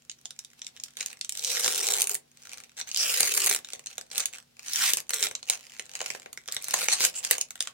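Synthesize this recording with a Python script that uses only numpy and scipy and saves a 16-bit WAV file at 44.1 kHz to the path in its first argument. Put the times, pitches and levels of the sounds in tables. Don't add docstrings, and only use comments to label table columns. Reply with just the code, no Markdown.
import sys
import numpy as np
from scipy import signal
from scipy.fft import rfft, irfft, next_fast_len
from scipy.io import wavfile
from scipy.ndimage import uniform_filter1d

SR = 44100
rng = np.random.default_rng(int(sys.argv[2]) if len(sys.argv) > 2 else 0)


def generate_wav(sig):
    pcm = np.round(np.clip(np.atleast_2d(sig).T, -1, 1) * 32767).astype(np.int16)
    wavfile.write(sys.argv[1], SR, pcm)


N = 340893
TIME = np.arange(N) / SR

# (start [s], end [s], build-up [s], relative crackle level [dB],
# swell over the pull [dB], body [dB], edge [dB], pouch resonance at start [Hz], at end [Hz],
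# pouch against crackle [dB], walls against crackle [dB], fineness: relative number of ticks at the start)
PULLS = [(1.509, 2.026, 0.17, -31.5, -1.5, 4, 2.5, 521, 435.2, -20, -20, 1),
         (2.106, 2.122, 0.016, -37, -5.5, 0, 6, 446, 402, -14.5, -16, 1.03),
         (3.013, 3.54, 0.081, -32.5, -2.5, 8.5, 6.5, 597, 397, -20.5, -39, 1.6),
         (4.825, 4.902, .17, -27.5, -3.5, 10.5, 4, 945, 603.3, -28.5, -34, 5),
         (5.133, 5.259, 0.02, -37, 3, 10.5, 4, 486, 430, -17.5, -31, 1.02),
         (6.736, 6.839, 0.18, -34.5, 7, 10.5, 1.5, 624.7, 537, -18, -26, 2.5),
         (6.898, 6.932, 0.0297, -27.5, 6.5, 6, -9, 560, 560, -47, -25, 2.08),
         (7.013, 7.05, 0.061, -26.5, 2.5, 8.5, 1, 524, 514, -23, -32, 1.4)]
# (middle time [s], half length [s], relative crackle level [dB])
GRIPS = [(0.636, 0.16, -57), (0.761, 0.025, -51.5), (0.844, 0.098, -55), (1.007, 0.04, -38.5),
         (1.106, 0.1, -49.5), (2.436, 0.16, -57.5), (2.549, 0.18, -49.5), (2.794, 0.029, -37.5),
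         (2.884, 0.029, -44.5), (3.722, 0.13, -50.5), (3.911, 0.068, -52), (4.186, 0.08, -34.5),
         (4.35, 0.071, -46.5), (4.599, 0.039, -51), (4.981, 0.03, -39), (5.52, 0.057, -35.5),
         (5.71, 0.46, -54.5), (5.954, 0.021, -40.5), (6.057, 0.25, -47), (6.528, 0.084, -48),
         (7.166, 0.051, -43), (7.25, 0.055, -39), (7.327, 0.047, -33), (7.415, 0.025, -47.5),
         (7.652, 0.1, -51.5)]
# (frequency [Hz], relative density [dB per Hz])
CRACKLE_COLOUR = [(50, -62), (170, -16.5), (450, -35), (850, -20.5), (1300, -10.5), (2050, -10),
                  (2600, -2.5), (3500, -3), (5000, -0.5), (6300, 0.5), (8300, 0.5), (11000, -7.5),
                  (15800, -11.5)]
# (time [s], relative level [dB], body below 2.8 kHz [dB], edge above 9 kHz [dB])
SNAPS = [(0.096, -17.5, -38, -35), (0.114, -25.5, -35, -25), (0.255, -19.5, -27.5, -17),
         (0.306, -24, -27, -19), (0.39, -21, -29.5, -13), (0.447, -27, -44, -17), (0.617, -20, -32, -54),
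         (0.645, -29, -29, -39), (0.666, -17, -53, -31), (0.799, -24, -34, -30), (0.836, -17, -53, -10),
         (0.969, -21, -25, -14.5), (1.008, -12.5, -26, -37), (1.027, -21, -27, -18), (1.06, -15, -33, -10),
         (1.211, -12.5, -37, -25), (1.246, -18.5, -32, -17), (1.293, -14, -37, -11),
         (1.322, -19, -31.5, -9.5), (1.351, -23, -24, -14), (1.373, -17.5, -37, -15),
         (1.393, -17.5, -42.5, -13), (1.425, -21.5, -41, -22), (1.446, -9.5, -58, -14),
         (1.569, -15, -13.5, -22), (1.644, -8, -20, -22), (1.66, -8.5, -21, -27.5), (1.678, -8, -18.5, -12),
         (1.868, -11.5, -33, -9), (1.886, -11.5, -20, -10.5), (1.937, -8.5, -48, -11),
         (2.018, -6.5, -42, -3), (2.071, -18, -19, 0.5), (2.094, -19, -20, 5.5), (2.104, -29, -17, -11),
         (2.144, -21, -33, 4.5), (2.151, -19, -20, -1.5), (2.532, -25.5, -16, -8.5),
         (2.812, -16, -25.5, -36), (2.914, -15, -56, -25), (2.945, -12.5, -35, -24), (2.961, -9, -36, -29),
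         (2.972, -11, -29.5, -10), (3.205, -8, -16.5, -1.5), (3.23, -7.5, -18, -10), (3.338, -25, -19, 6.5),
         (3.376, -13, -14, 2), (3.443, -13, -27, -1), (3.461, -14, -18, 3), (3.473, -13, -17, -5),
         (3.496, -13.5, -21, 2.5), (3.511, -8, -21, -10), (3.536, -19, -26, -8), (3.547, -14, -20.5, -1),
         (3.561, -14.5, -21.5, -5.5), (3.646, -23, -23, -22), (3.733, -18, -19.5, -16),
         (3.793, -29.5, -18, -10), (3.86, -25, -20, -10), (3.869, -18, -29.5, -38), (3.98, -18, -15, -10.5),
         (4.011, -25, -21.5, -10.5), (4.114, -22, -26, -19), (4.179, -10, -52, -5.5),
         (4.203, -12, -53, -18), (4.256, -10, -32, -6), (4.682, -18, -24.5, -24.5), (4.733, -14.5, -40, -3),
         (4.758, -10, -35, -9.5), (4.934, -6.5, -23, -5.5), (4.97, -15, -20, -2.5), (5.002, -24, -21, -5),
         (5.093, -17, -17.5, -9), (5.105, -17, -16, -3.5), (5.134, -10.5, -22.5, -19),
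         (5.141, -16, -21, -2), (5.226, -7, -25, -15), (5.238, -9.5, -37, -12), (5.258, -21, -28, -30),
         (5.268, -14, -18.5, -30), (5.311, -25.5, -10, -7), (5.351, -13, -27, -19.5),
         (5.428, -23, -22, -33), (5.498, -5, -25.5, -6.5), (5.795, -17, -18, -15), (6.004, -20, -10, -22.5),
         (6.014, -15, -19, -17), (6.06, -15.5, -22, -13), (6.102, -15, -17, -15), (6.148, -29, -7, -27),
         (6.259, -33.5, -5.5, -18), (6.329, -28, -14.5, -4.5), (6.374, -23.5, -15, -15),
         (6.477, -25, -22, -9), (6.485, -18.5, -18.5, -31), (6.522, -17.5, -37.5, -2),
         (6.545, -26, -30, -1), (6.565, -14, -16, -13), (6.623, -30, -33, 0), (6.642, -21, -24, -5),
         (6.683, -25, -11.5, 4), (6.708, -16, -20, -6), (6.737, -17.5, -5, -4), (6.74, -6.5, -23, -9),
         (6.884, -7.5, -12.5, -10), (7.005, -10.5, -19, -16), (7.039, -9, -23, -15), (7.049, -3, -27.5, -7),
         (7.248, -12, -25, -11.5), (7.31, -7, -17.5, 0), (7.381, -18, -16.5, -5), (7.411, -7.5, -38, -14),
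         (7.506, -24, -18.5, -5.5), (7.555, -30.5, -12, -4), (7.605, -7.5, -29.5, -14),
         (7.624, -15.5, -36, -12), (7.672, -18.5, -13.5, -19)]
# (frequency [Hz], relative density [dB per Hz])
SNAP_COLOUR = [(50, -5), (300, -15), (500, -7), (850, -5), (1300, -4.5), (2000, -3), (2700, -1.5),
               (4500, -4.5), (7000, 0.5), (8800, -6.5), (11000, -16.5), (15800, -24.5)]
# (start [s], end [s], resonance of the taut strip [Hz], level [dB])
PEELS = [(1.42, 1.612, 5070, -40.5), (2.965, 3.054, 5460, -28.5), (7.147, 7.209, 7620, -35.5)]
# (time [s], pitch [Hz], level [dB])
POPS = [(6.7405, 970, -16.5), (6.884, 860, -27), (7.311, 1965, -15)]
# (frequency [Hz], relative density [dB per Hz])
RUB_COLOUR = [(200, -25.5), (1500, -13.5), (2800, -9.5), (4200, -10.5), (6800, -13), (14000, -22)]
# (delay [s], level [dB])
ECHOES = [(.0034, -42), (.0098, -20.5)]
# (frequency [Hz], time to fall 60 dB [s])
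ROOM_DECAY = [(200, 0.45), (1500, 0.16), (6000, 0.12), (15000, 0.096)]
# (frequency [Hz], relative density [dB per Hz])
ROOM_TONE = [(15, -22), (55, 4), (150, 6), (400, -2), (800, -11), (1500, -8), (5500, -7), (8000, -11),
             (15000, -17)]
# (frequency [Hz], level [dB])
HUM = [(140, -78), (240, -77)]

FADE_DB, RELEASE_S = 21, .055
GRIP_BODY_DB, GRIP_EDGE_DB, GRIP_FINENESS = 8.5, -2, .9
RESTING_DB = -66.5
OPENING_EDGE_DB, OPENING_WALLS_DB = 3.5, 11.5
TAUT_BODY_DB, OPEN_S = -3.5, 0.12
STRIP_HZ = (5400, 8000)
COARSEN_S = .3
SNAP_RING_S = .00078
FACET_RIPPLE_DB = 2.2
FLUTTER_DB, FLUTTER_S = -24, .008
PORTS_ALIKE = .5
EDGE_HZ = 16150


def hands(size=4000):
    t = np.linspace(0, N / SR, size)
    moves = [pull(t, *row) for row in PULLS] + [grip(t, *row) for row in GRIPS]
    power = [amp(move[0]) ** 2 + 1e-20 for move in moves]
    total = sum(power)
    level_db = 10 * np.log10(total + amp(RESTING_DB) ** 2)
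    curves = [level_db]
    for column in list(zip(*moves))[1:]:
        curves.append(sum(p * value for p, value in zip(power, column)) / total)
    return [np.interp(TIME, t, curve) for curve in curves]


def pull(t, start, end, build_up, db, swell_db, body_db, edge_db, first_hz, last_hz,
         pouch_db, walls_db, fineness):
    run = np.clip((t - start) / (end - start), 0, 1)
    taut = 1 - np.clip((t - start) / OPEN_S, 0, 1)
    slack = np.maximum(start - t, 0) / build_up + np.maximum(t - end, 0) / RELEASE_S
    level_db = db + swell_db * (run - .5) - FADE_DB * slack * np.maximum(slack, 1) ** 2
    pouch_hz = last_hz + (first_hz - last_hz) * (1 - run) ** 2
    return (level_db,
            body_db + TAUT_BODY_DB * taut,
            edge_db + OPENING_EDGE_DB * (run - .5),
            pouch_hz,
            pouch_db,
            walls_db + OPENING_WALLS_DB * (run - .5),
            fineness * np.exp(-run * (end - start) / COARSEN_S),
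            np.interp(run, [0, 1], STRIP_HZ))


def grip(t, middle, half, db, pouch_hz=520, pouch_db=-24, walls_db=-20):
    level_db = db - FADE_DB * ((t - middle) / half) ** 2
    return (level_db, GRIP_BODY_DB, GRIP_EDGE_DB, pouch_hz, pouch_db, walls_db,
            GRIP_FINENESS, np.mean(STRIP_HZ))


def jerks(uneven_db=1.56, size=400):
    noise = rng.standard_normal(N)
    return uneven_db * evened(uniform_filter1d(uniform_filter1d(noise, size), size // 3))


def crackle(pull_db, body_db, edge_db, fineness, level_db=-2.0, ring=0.00058, per_s=900,
            thickening=0.96, size_db=2.5, facets_per_s=90):
    rate = per_s * fineness * amp(thickening * (pull_db + 32.5))
    sizes = amp(size_db * np.minimum(rng.exponential(1, N), 4))
    kicks = (rng.random(N) < rate / SR) * sizes
    power = uniform_filter1d(uniform_filter1d(kicks ** 2, size=1100), size=500)
    gain = amp(pull_db + level_db) / np.sqrt(abs(power) + 0.14 * rate / SR)
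    kicks = kicks * gain * rng.choice([-1, 1], N)
    at = np.flatnonzero(kicks)
    facet = np.round(TIME * facets_per_s + rng.standard_normal(N))[at]
    out = np.zeros((2, N))
    for k in np.unique(facet):
        own = at[facet == k]
        train = np.bincount(own - own[0], kicks[own])
        ringing = signal.fftconvolve(train[None], buckle(CRACKLE_COLOUR, ring), axes=1)
        add(out, own[0] / SR, ringing)
    size = next_fast_len(N)
    spectrum = rfft(out, size)
    shares = zones(np.fft.rfftfreq(size, 1 / SR))
    body, middle, edge = (irfft(spectrum * share, size)[:, :N] for share in shares)
    return body * amp(body_db) + middle + edge * amp(edge_db)


def buckle(colour, ring, body_db=0, edge_db=0, size=1400, spread=0.00242, lag=.00006,
           lag_spread=.00003, order=34):
    t, hz = np.arange(size) / SR, np.fft.rfftfreq(2 * size, 1 / SR)
    fade = t / ring * np.exp(1 - t / ring) + amp(FLUTTER_DB) * np.exp(-t / FLUTTER_S)
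    right, other = rfft(rng.standard_normal((2, size)) * fade, 2 * size)
    left = PORTS_ALIKE * right + np.sqrt(1 - PORTS_ALIKE ** 2) * other
    left = left * np.exp(-2j * np.pi * hz * rng.normal(lag, abs(lag_spread)))
    ripple = rng.standard_normal(len(hz))
    ripple = evened(uniform_filter1d(uniform_filter1d(ripple, order), order))
    response = (hz < EDGE_HZ) * amp(read(colour, hz) + FACET_RIPPLE_DB * ripple)
    z = np.array([evened(port * response) for port in (left, right)])
    body, middle, edge = zones(hz)
    z = z * (body * amp(body_db) + middle + edge * amp(edge_db))
    delay = spread / np.sqrt(1 + hz / 1000)
    return irfft(z * np.exp(-2j * np.pi * np.cumsum(delay) * hz[1]))[:, :size]


def strip(x, hz, ring_db=-4, width_hz=2400):
    return x + amp(ring_db) * np.array([resonate(port, hz, width_hz) for port in x])


def snaps(level_db=10, lead=.0004, usual_body_db=-17, usual_edge_db=-17):
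    out = np.zeros((2, N))
    for s, db, body_db, edge_db in SNAPS:
        snap = buckle(SNAP_COLOUR, SNAP_RING_S, body_db - usual_body_db, edge_db - usual_edge_db)
        add(out, s - lead, amp(db + level_db) * snap)
    return out


def peel(width_hz=2000, bonds_per_s=5000):
    out = np.zeros((2, N))
    for start, stop, hz, db in PEELS:
        n = max(round((stop - start) * SR), 2)
        bonds = rng.standard_normal((2, n)) * (rng.random(n) < bonds_per_s / SR)
        pitch = np.full(n, hz)
        ringing = resonate(resonate(bonds, pitch, width_hz), pitch, width_hz)
        add(out, start, amp(db) * evened(ringing) * signal.windows.tukey(n, .5))
    return out


def pops(ring_s=.0022, overtone=1.928, overtone_db=-4, size=1200):
    out, t = np.zeros((2, N)), np.arange(size) / SR
    for s, hz, db in POPS:
        modes = np.sin(2 * np.pi * hz * t)
        modes = modes + amp(overtone_db) * np.sin(2 * np.pi * hz * overtone * t)
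        highpass = signal.butter(2, hz * .7, "high", fs=SR, output="sos")
        knock = signal.sosfilt(highpass, modes * np.exp(-t / ring_s))
        add(out, s, np.tile(amp(db) * knock, (2, 1)))
    return out


def pouch(pull_db, hz, db, width_hz=130, left_db=4, right_db=-10):
    hollow = resonate(rng.standard_normal(N), hz, width_hz)
    hollow = evened(resonate(hollow, hz, 2 * width_hz))
    return amp([[left_db], [right_db]]) * hollow * amp(pull_db + db)


def walls(level_db, ring_hz=770, width_hz=450):
    hz, drumming = np.full(N, ring_hz), []
    for wall in rng.standard_normal((2, N)):
        drumming.append(resonate(resonate(wall, hz, width_hz), hz, width_hz))
    return evened(np.array(drumming)) * amp(level_db)


def rub(pull_db, level_db=-7.0, most_db=-48, uneven_db=3):
    slips = rng.standard_normal(N)
    slips = evened(uniform_filter1d(uniform_filter1d(slips, size=900), size=300))
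    return coloured(RUB_COLOUR) * amp(np.minimum(pull_db, most_db) + level_db + uneven_db * slips)


def small(x, lowest_hz=260):
    return signal.sosfilt(signal.butter(2, lowest_hz, "high", fs=SR, output="sos"), x)


def desk(x, delay=0.0004834, bounce_db=-11, sway=0.097, size=9000):
    drift = rng.standard_normal(N)
    drift = evened(uniform_filter1d(uniform_filter1d(drift, size), size))
    arrival = TIME - delay * (1 + sway * drift)
    return x + amp(bounce_db) * np.array([np.interp(arrival, TIME, port) for port in x])


def room(x, wet_db=-7.5, onset=0.00077, size=16384):
    taps = rng.standard_normal((2, size)) * (rng.random((2, size)) < .15)
    taps = taps * (np.arange(size) > onset * SR)
    hz, t, z = signal.stft(taps, SR, nperseg=256)
    decay = amp(-60 * t / read(ROOM_DECAY, hz)[:, None])
    tail = signal.istft(z * decay, SR, nperseg=256)[1]
    tail *= amp(wet_db) / np.linalg.norm(tail[0])
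    for delay, db in ECHOES:
        tail[[0, 1], round(delay * SR) + rng.integers(0, 10, 2)] += amp(db)
    return signal.oaconvolve(x, tail, axes=1)[:, :N]


def room_tone():
    hum = 0
    for hz, db in HUM:
        hum = hum + amp(db) * np.sqrt(2) * np.sin(2 * np.pi * (hz * TIME + rng.random()))
    return amp(-66.5) * coloured(ROOM_TONE) + hum


def amp(db):
    return 10 ** (np.asarray(db) / 20)


def evened(x):
    return x / np.sqrt(np.mean(abs(x) ** 2) + 1e-20)


def read(points, hz):
    f, value = np.transpose(points)
    return np.interp(np.log(hz + 1), np.log(f + 1), value)


def add(mix, s, sound):
    part = mix[:, max(round(s * SR), 0):][:, :sound.shape[1]]
    part += sound[:, :part.shape[1]]


def zones(hz, body_hz=2800, edge_hz=9000):
    body = 1 / (1 + (hz / body_hz) ** 6)
    edge = 1 - 1 / (1 + (hz / edge_hz) ** 8)
    return body, 1 - body - edge, edge


def resonate(x, hz, width):
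    turn, r = np.exp(2j * np.pi * np.cumsum(hz) / SR), np.exp(-np.pi * width / SR)
    return 2 * (turn * signal.lfilter([1 - r], [1, -r], x / turn)).real


def coloured(colour):
    size = next_fast_len(N)
    response = amp(read(colour, np.fft.rfftfreq(size, 1 / SR)))
    spectrum = rfft(rng.standard_normal((2, N)), size) * response
    return evened(irfft(spectrum, size)[:, :N])


def scene(left_db=0.52, right_db=1.5):
    pull_db, body_db, edge_db, pouch_hz, pouch_db, walls_db, fineness, strip_hz = hands()
    jerky_db = pull_db + jerks() / np.maximum(fineness / 2, 1)
    tearing = strip(crackle(jerky_db, body_db, edge_db, fineness), strip_hz)
    film = desk(small(snaps() + tearing + peel())) * amp([[left_db], [right_db]])
    foil = film + pops() + pouch(jerky_db, pouch_hz, pouch_db)
    foil = foil + walls(jerky_db + walls_db) + rub(pull_db)
    return foil + room(foil) + room_tone()


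def widen(x, lift_hz=760, width_hz=300, lift_db=5, mono_hz=300, narrowing=0.59):
    mid, side, hz = (x[0] + x[1]) / 2, (x[0] - x[1]) / 2, np.full(N, lift_hz)
    bass = signal.sosfiltfilt(signal.butter(2, mono_hz, fs=SR, output="sos"), side)
    lift = resonate(resonate(side, hz, width_hz), hz, width_hz)
    side = side - min(narrowing, 1) * bass + amp(lift_db) * lift
    return np.array([mid + side, mid - side])


def record(dry):
    lowpass = signal.firwin(511, EDGE_HZ, window=("kaiser", 9), fs=SR)
    return signal.oaconvolve(widen(dry), lowpass[None], "same")


dry = scene()
out = record(dry)
generate_wav(out)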